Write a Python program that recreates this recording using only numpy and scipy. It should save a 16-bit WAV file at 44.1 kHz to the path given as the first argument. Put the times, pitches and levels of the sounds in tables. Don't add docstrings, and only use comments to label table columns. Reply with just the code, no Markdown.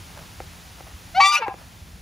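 import sys
import numpy as np
from scipy import signal
from scipy.fft import rfft, irfft
from scipy.io import wavfile

SR = 44100
rng = np.random.default_rng(int(sys.argv[2]) if len(sys.argv) > 2 else 0)


def wav_record(signal):
    frames = np.transpose(np.atleast_2d(signal))
    bounded = np.clip(frames, -1, 1)
    quanta = np.round(bounded * 32767).astype(np.int16)
    wavfile.write(sys.argv[1], SR, quanta)


N = 88861
T = np.arange(N) / SR


def from_db(db):
    return 10 ** (np.asarray(db) / 20)


def rms_one(x):
    return x / np.sqrt(np.mean(x ** 2) + 1e-20)


def in_time(rows):
    s, *columns = np.transpose(rows)
    return [np.interp(T, s, c) for c in columns]


def gate(rows):
    first_s, last_s = rows[0][0], rows[-1][0]
    return np.clip(np.minimum(T - first_s, last_s - T) / .003, 0, 1)


def at_hz(points, hz):
    f, v = np.transpose(points)
    return np.interp(np.log(np.maximum(hz, 1)), np.log(f), v)


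def drift(rate_hz):
    r = np.exp(-2 * np.pi * rate_hz / SR)
    raw = rng.standard_normal(N + SR)
    settled = signal.lfilter([1], [1, -2 * r, r * r], raw)[SR:]
    return rms_one(settled)


def noise(spectrum):
    gain = from_db(at_hz(spectrum, np.fft.rfftfreq(N, 1 / SR)))
    return rms_one(irfft(rfft(rng.standard_normal(N)) * gain, N))


def wide_noise(spectrum):
    # frequency in Hz, side minus middle in dB.
    width = [(50, -13.5), (140, -12), (300, -11), (700, -8), (1500, -1), (3000, -18.5), (6000, -31.5),
             (8500, 8.5), (11000, -9.5), (14000, 1.5)]
    side_gain = from_db(at_hz(width, np.fft.rfftfreq(N, 1 / SR)))
    mid = noise(spectrum)
    side = irfft(rfft(noise(spectrum)) * side_gain, N)
    return rms_one(np.array([mid + side, mid - side]))


def cycle(hz, jitter):
    trembling_hz = hz * (1 + jitter * drift(244))
    return 2 * np.pi * np.cumsum(trembling_hz) / SR


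def partial(phase, db):
    shimmer_db = 1.28 * drift(54)
    return from_db(db + shimmer_db) * np.cos(phase + rng.uniform(0, 2 * np.pi))


def rough_air(rows, spectrum, flicker_db):
    level_db = in_time(rows)[0] + flicker_db * drift(330)
    return from_db(level_db) * gate(rows) * noise(spectrum)


def background():
    # time in seconds, level in dB.
    flutter, hiss = [(0, -45.5), (.45, -45), (.65, -48), (.86, -46), (1.0, -47.5), (1.2, -46),
                     (1.35, -61.5), (1.55, -46.5), (1.72, -48), (1.82, -48.5), (2.01, -45)], [(0, -45.5), (.19, -46), (.3, -46), (.7, -46.5), (.88, -47.5),
                                      (1.1, -46.5), (1.3, -46.5), (1.45, -58.5), (1.6, -48.5),
                                      (2.01, -50.5)]
    # frequency in Hz, relative level in dB.
    flutter_spectrum, hiss_spectrum = [(22, -28), (38, -7), (60, -2.5), (90, -2.5), (125, -8.5), (180, -11),
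                                       (240, -15.5), (400, -25), (900, -39.5), (3000, -56)], [(150, -21), (300, -1.5), (550, -2.5),
                                                                 (800, 0.5), (1300, -2), (2500, -1.5),
                                                                 (5000, -4), (7000, -6), (8500, -14.5),
                                                                 (10000, -6), (12000, -18.5), (14000, -9),
                                                                 (16000, -18)]
    hum_db = -7 + 2 * drift(6.8)
    hum = from_db(hum_db) * np.sin(cycle(174.6, jitter=0.017))
    low_air = from_db(in_time(flutter)[0]) * (wide_noise(flutter_spectrum) + hum)
    high_air = from_db(in_time(hiss)[0]) * wide_noise(hiss_spectrum)
    return low_air + high_air


def bumps():
    # middle in seconds, level in dB, pitch in Hz.
    bump_rows = [(0.426, -39.5, 67.6), (.845, -38.5, 76), (0.949, -32, 67), (1.827, -33, 81.5),
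                 (1.95, -36, 63.6)]
    out = np.zeros(N)
    for s, db, hz in bump_rows:
        cycles = (T - s) * hz
        swell = np.exp(-(cycles / 0.88) ** 2)
        out += from_db(db) * swell * np.sin(2 * np.pi * cycles)
    return out


def scuffs():
    # middle in seconds, level in dB, length (spread of the swell) in seconds.
    scuff_rows = [(0.101, -44.5, 0.0044), (0.201, -47.5, 0.034), (0.795, -48, 0.015), (0.883, -53, 0.031),
                  (1.607, -51, 0.018)]
    # frequency in Hz, relative level in dB.
    spectrum = [(200, -28), (650, 6.5), (1400, -1.5), (2500, -8), (6000, -21)]
    level = sum(from_db(db) * np.exp(-.5 * ((T - s) / length) ** 2) for s, db, length in scuff_rows)
    return level * from_db(4.9 * drift(200)) * noise(spectrum)


def knocks():
    # start in seconds, level in dB, centre of the colour in Hz, tick in dB relative to the knock.
    knock_rows = [(0.4026, -26, 620, -12), (0.8062, -34.5, 790, -32), (1.481, -19, 430, -8),
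                  (1.541, -32.5, 651, -18)]
    # pitch in Hz, relative level in dB, seconds to fade by 60 dB.
    modes = [(115, -15, 0.11), (353, -2.5, 0.033), (511, -2.5, 0.039), (782, 2, 0.028), (1370, -2.5, 0.016),
             (2100, 4, 0.0067), (2800, -10, .025)]
    # frequency in Hz, relative level in dB.
    tick_spectrum = [(1800, 5), (3200, -15), (6000, -11), (12000, -27)]
    fall_db_per_octave, tick_s = 4, 0.0018
    out = np.zeros(N)
    for s, db, centre_hz, tick_db in knock_rows:
        age = np.maximum(T - s, 0)
        body = np.zeros(N)
        for k, (hz, level_db, t60) in enumerate(modes):
            octaves_away = abs(np.log2(hz / centre_hz))
            ring_db = level_db - fall_db_per_octave * octaves_away - 60 * age / t60
            sign = (-1) ** k
            body += sign * from_db(ring_db) * np.sin(2 * np.pi * hz * age)
        tick = from_db(tick_db) * (T > s) * np.exp(-age / tick_s) * noise(tick_spectrum)
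        out += from_db(db) * (body + tick)
    return out


def side_note(rows, harmonics_db, jitter):
    hz, db, overtones_db = in_time(rows)
    phase = cycle(hz, jitter)
    sound = sum(partial(k * phase, h + overtones_db * (k > 1)) for k, h in enumerate(harmonics_db, 1))
    return from_db(db) * gate(rows) * sound, phase


def low_note():
    # time in seconds, pitch in Hz, level in dB, extra level of the overtones in dB.
    curve = [(1.138, 681.6, -57, -16), (1.15, 693, -31, 4.5), (1.165, 743.6, -23.5, 2),
             (1.18, 765, -13, -8.5), (1.2, 798, -10, -23.5), (1.212, 761, -27, -25), (1.228, 755, -34, -25),
             (1.262, 780.7, -21, -23), (1.3, 799, -42, -22), (1.39, 779, -41, -22)]
    harmonics_db = [2, -7, -9.5, -12, -16.5, -14.5, -27, -27, -53]
    return side_note(curve, harmonics_db, jitter=0.0057)


def high_note():
    # time in seconds, pitch in Hz, level in dB, extra level of the overtones in dB.
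    curve = [(1.308, 1425, -68, -11), (1.322, 1441, -34, 7), (1.355, 1454, -42.5, 4.5),
             (1.378, 1449, -31, 4.5), (1.392, 1442, -37, 5), (1.408, 1410, -62, -18)]
    harmonics_db = [5, 2.5, -12, -5.5, -20, -31, -13.5]
    return side_note(curve, harmonics_db, jitter=0.0051)


def blare():
    # time in seconds, pitch in Hz, level in dB, extra for the octave in dB,
    # extra for the upper overtones in dB.
    curve = [(1.198, 1106, -56, -17, -13), (1.204, 1122, -13, -6.5, -23), (1.222, 1143, -15, -1.5, -1),
             (1.242, 1161, -14.5, -2.5, -2), (1.268, 1172, -17.5, -6.5, 9.5), (1.288, 1178, -19, -10.5, 9),
             (1.315, 1197, -20, -5.5, 1.5), (1.328, 1190, -21.5, -13, 2), (1.347, 1185, -16.5, -4, -4),
             (1.361, 1198, -22, 6.5, -5), (1.376, 1230, -39, 6, -14), (1.39, 1210, -66, 0, -7)]
    # frequency in Hz, relative level in dB.
    throat = [(1150, 2.5), (2350, 3), (3420, -24), (3500, -11), (3600, -16.5), (4500, 5), (4590, -2.5),
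              (4680, -16), (4800, -7), (5700, -18), (5870, -20.5), (6800, -26), (7070, -23), (8300, -25),
              (9300, -60), (10700, -28.5)]
    hz, db, octave_db, upper_db = in_time(curve)
    phase = cycle(hz, jitter=0.0036)
    extra_db = [0, octave_db] + [upper_db] * 7
    sound = sum(partial(k * phase, db + at_hz(throat, k * hz) + extra)
                for k, extra in enumerate(extra_db, 1))
    return gate(curve) * sound, phase


def beats(rows, pairs, blare_phase, note_phase):
    db, upper_db = in_time(rows)
    out = np.zeros(N)
    for n, m, level_db in pairs:
        mixed_phase = n * blare_phase + m * note_phase
        hz = np.gradient(mixed_phase) * SR / (2 * np.pi)
        upper = np.average(hz, weights=gate(rows)) > 3000
        out += partial(cycle(hz, jitter=.002), db + level_db + upper_db * upper)
    return out * gate(rows)


def low_beats(blare_phase, low_phase):
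    # time in seconds, level in dB, extra for tones above 3 kHz in dB.
    curve = [(1.199, -24, -10), (1.208, -21, -25), (1.226, -36, -2), (1.242, -25, 0), (1.262, -20, -0.5),
             (1.274, -32, -4), (1.292, -35, 0), (1.325, -50, 2)]
    # multiple of the blare, multiple of the low note, relative level in dB.
    pairs = [(1, 1, 0), (3, -1, -1), (2, 1, -19), (4, -1, -11), (3, 1, -14), (5, -1, -12), (4, 1, -20),
             (6, -1, -15), (5, 1, -21), (7, -1, -17), (6, 1, -24)]
    return beats(curve, pairs, blare_phase, low_phase)


def high_beats(blare_phase, high_phase):
    # time in seconds, level in dB, extra for tones above 3 kHz in dB.
    curve = [(1.313, -52, 2), (1.324, -34.5, 6.5), (1.345, -25, -3), (1.356, -23.5, 2), (1.366, -20, -32),
             (1.378, -25.5, -26), (1.39, -48, -11)]
    # multiple of the blare, multiple of the high note, relative level in dB.
    pairs = [(2, -1, -13), (-1, 2, -16), (-2, 3, -13), (3, -1, -13), (1, 1, 0), (4, -1, -19), (2, 1, -5),
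             (1, 2, -15), (3, 1, -3), (2, 2, -15), (4, 1, -7), (5, 1, -16), (6, 1, -26), (8, 1, -27)]
    return beats(curve, pairs, blare_phase, high_phase)


def rasp(blare_phase):
    # time in seconds, level in dB.
    rasp_level, grit_level = [(1.14, -73), (1.16, -40), (1.196, -40), (1.206, -20.5), (1.235, -26.5),
                              (1.27, -34), (1.305, -34), (1.33, -33.5), (1.36, -32), (1.385, -32),
                              (1.403, -48), (1.42, -71)], [(1.2, -62), (1.212, -47), (1.24, -46), (1.275, -37),
                                            (1.315, -46), (1.335, -39), (1.355, -32.5), (1.372, -50),
                                            (1.395, -61)]
    # frequency in Hz, relative level in dB.
    rasp_throat, grit_spectrum = [(300, -62), (640, -47), (760, -19), (930, 13), (1080, -21), (1350, 0),
                                  (1600, -23), (2000, 0), (2700, -4), (3200, -4.5), (4600, -6.5),
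                                  (5400, -13.5), (6200, -11), (8000, -24), (15000, -39)], [(3000, -13), (5000, -10), (6300, -8), (8000, -1),
                                                       (9500, 3), (10800, -2), (12200, -29), (14000, 0),
                                                       (16000, -26)]
    pulse = 1 + 0.51 * np.cos(blare_phase)
    grit = rough_air(grit_level, grit_spectrum, flicker_db=1.5) * pulse
    return rough_air(rasp_level, rasp_throat, flicker_db=1.2) + grit


def honk():
    low, low_phase = low_note()
    high, high_phase = high_note()
    main, phase = blare()
    mixed = low_beats(phase, low_phase) + high_beats(phase, high_phase)
    return low + high + main + mixed + rasp(phase)


def grunt():
    # time in seconds, pitch in Hz, level in dB.
    curve = [(1.375, 604, -70), (1.395, 572.3, -39), (1.412, 497, -34.5), (1.423, 449, -24.5),
             (1.433, 439.3, -25), (1.448, 437.6, -28.5), (1.465, 410, -46), (1.482, 390, -42.5),
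             (1.5, 441, -40), (1.528, 423, -67), (1.545, 404, -52)]
    # time in seconds, level in dB.
    hoarse = [(1.38, -54), (1.41, -35), (1.428, -35), (1.45, -54), (1.468, -31), (1.5, -38.5),
              (1.527, -52.5), (1.55, -52)]
    # frequency in Hz, relative level in dB.
    voice_throat, hoarse_throat = [(380, -45), (470, -3.5), (600, 11), (720, 24), (880, 4), (1100, -22),
                                   (1350, -7), (1800, -14), (2250, -8.5), (2650, -9), (3000, -23),
                                   (4300, -27), (7000, -38)], [(400, -25), (690, -13), (790, -2), (900, 7.5),
                                                         (1030, 11.5), (1200, -21), (1500, -40), (1630, 13),
                                                         (1780, -38), (2200, -18), (2500, -10), (2950, -37),
                                                         (4300, -32), (7000, -33)]
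    hz, db = in_time(curve)
    phase = cycle(hz, jitter=0.029)
    voice = np.zeros(N)
    for k in range(1, 13):
        flicker_db = 1.5 * drift(65)
        voice += partial(k * phase, db + at_hz(voice_throat, k * hz) + flicker_db)
    return voice * gate(curve) + rough_air(hoarse, hoarse_throat, flicker_db=4.0)


def aftertone():
    # time in seconds, level in dB.
    curve = [(1.452, -56), (1.467, -46), (1.482, -50), (1.497, -38), (1.524, -38.5), (1.54, -67)]
    # pitch in Hz, relative level in dB.
    tones = [(785, 6), (1020, 0), (1620, -16), (2460, -21)]
    db, = in_time(curve)
    sound = sum(partial(cycle(hz, jitter=0.0107), db + level_db) for hz, level_db in tones)
    return gate(curve) * sound


def at_ports(x):
    # frequency in Hz, left minus right in dB.
    balance = [(60, 1), (110, 1.0), (200, 4), (380, 3), (700, 1.5), (1290, 3.5), (2380, 2.5), (4400, 2.5),
               (8120, 0), (15000, 0.0)]
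    # frequency in Hz, radians by which the left leads.
    lead = [(100, 0), (700, 0.12), (1200, 0.4), (2400, 0.62), (4000, .5), (6800, 0.42), (8500, 2.5),
            (11000, 2), (14000, 1.8)]
    hz = np.fft.rfftfreq(N, 1 / SR)
    half = from_db(at_hz(balance, hz) / 2) * np.exp(.5j * at_hz(lead, hz))
    return irfft(rfft(x) * np.array([half, 1 / half]), N)


def pen(x):
    echo_db, t60_s, cut_hz = -26, 0.53, 3700
    fade = from_db(-60 * T / t60_s) * (T > .006)
    tail = rng.standard_normal((2, N)) * fade
    tail = signal.sosfilt(signal.butter(2, cut_hz, fs=SR, output="sos"), tail)
    tail /= np.sqrt((tail ** 2).sum(axis=1, keepdims=True))
    return from_db(echo_db) * signal.fftconvolve(x[None], tail, axes=1)[:, :N]


def scene():
    goose = honk() + grunt() + aftertone()
    small = knocks() + scuffs()
    return at_ports(goose) + small + pen(goose + small) + bumps() + background()


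def record(dry):
    return signal.sosfilt(signal.ellip(10, .1, 80, 15600, fs=SR, output="sos"), dry)


dry = scene()
out = record(dry)
wav_record(out)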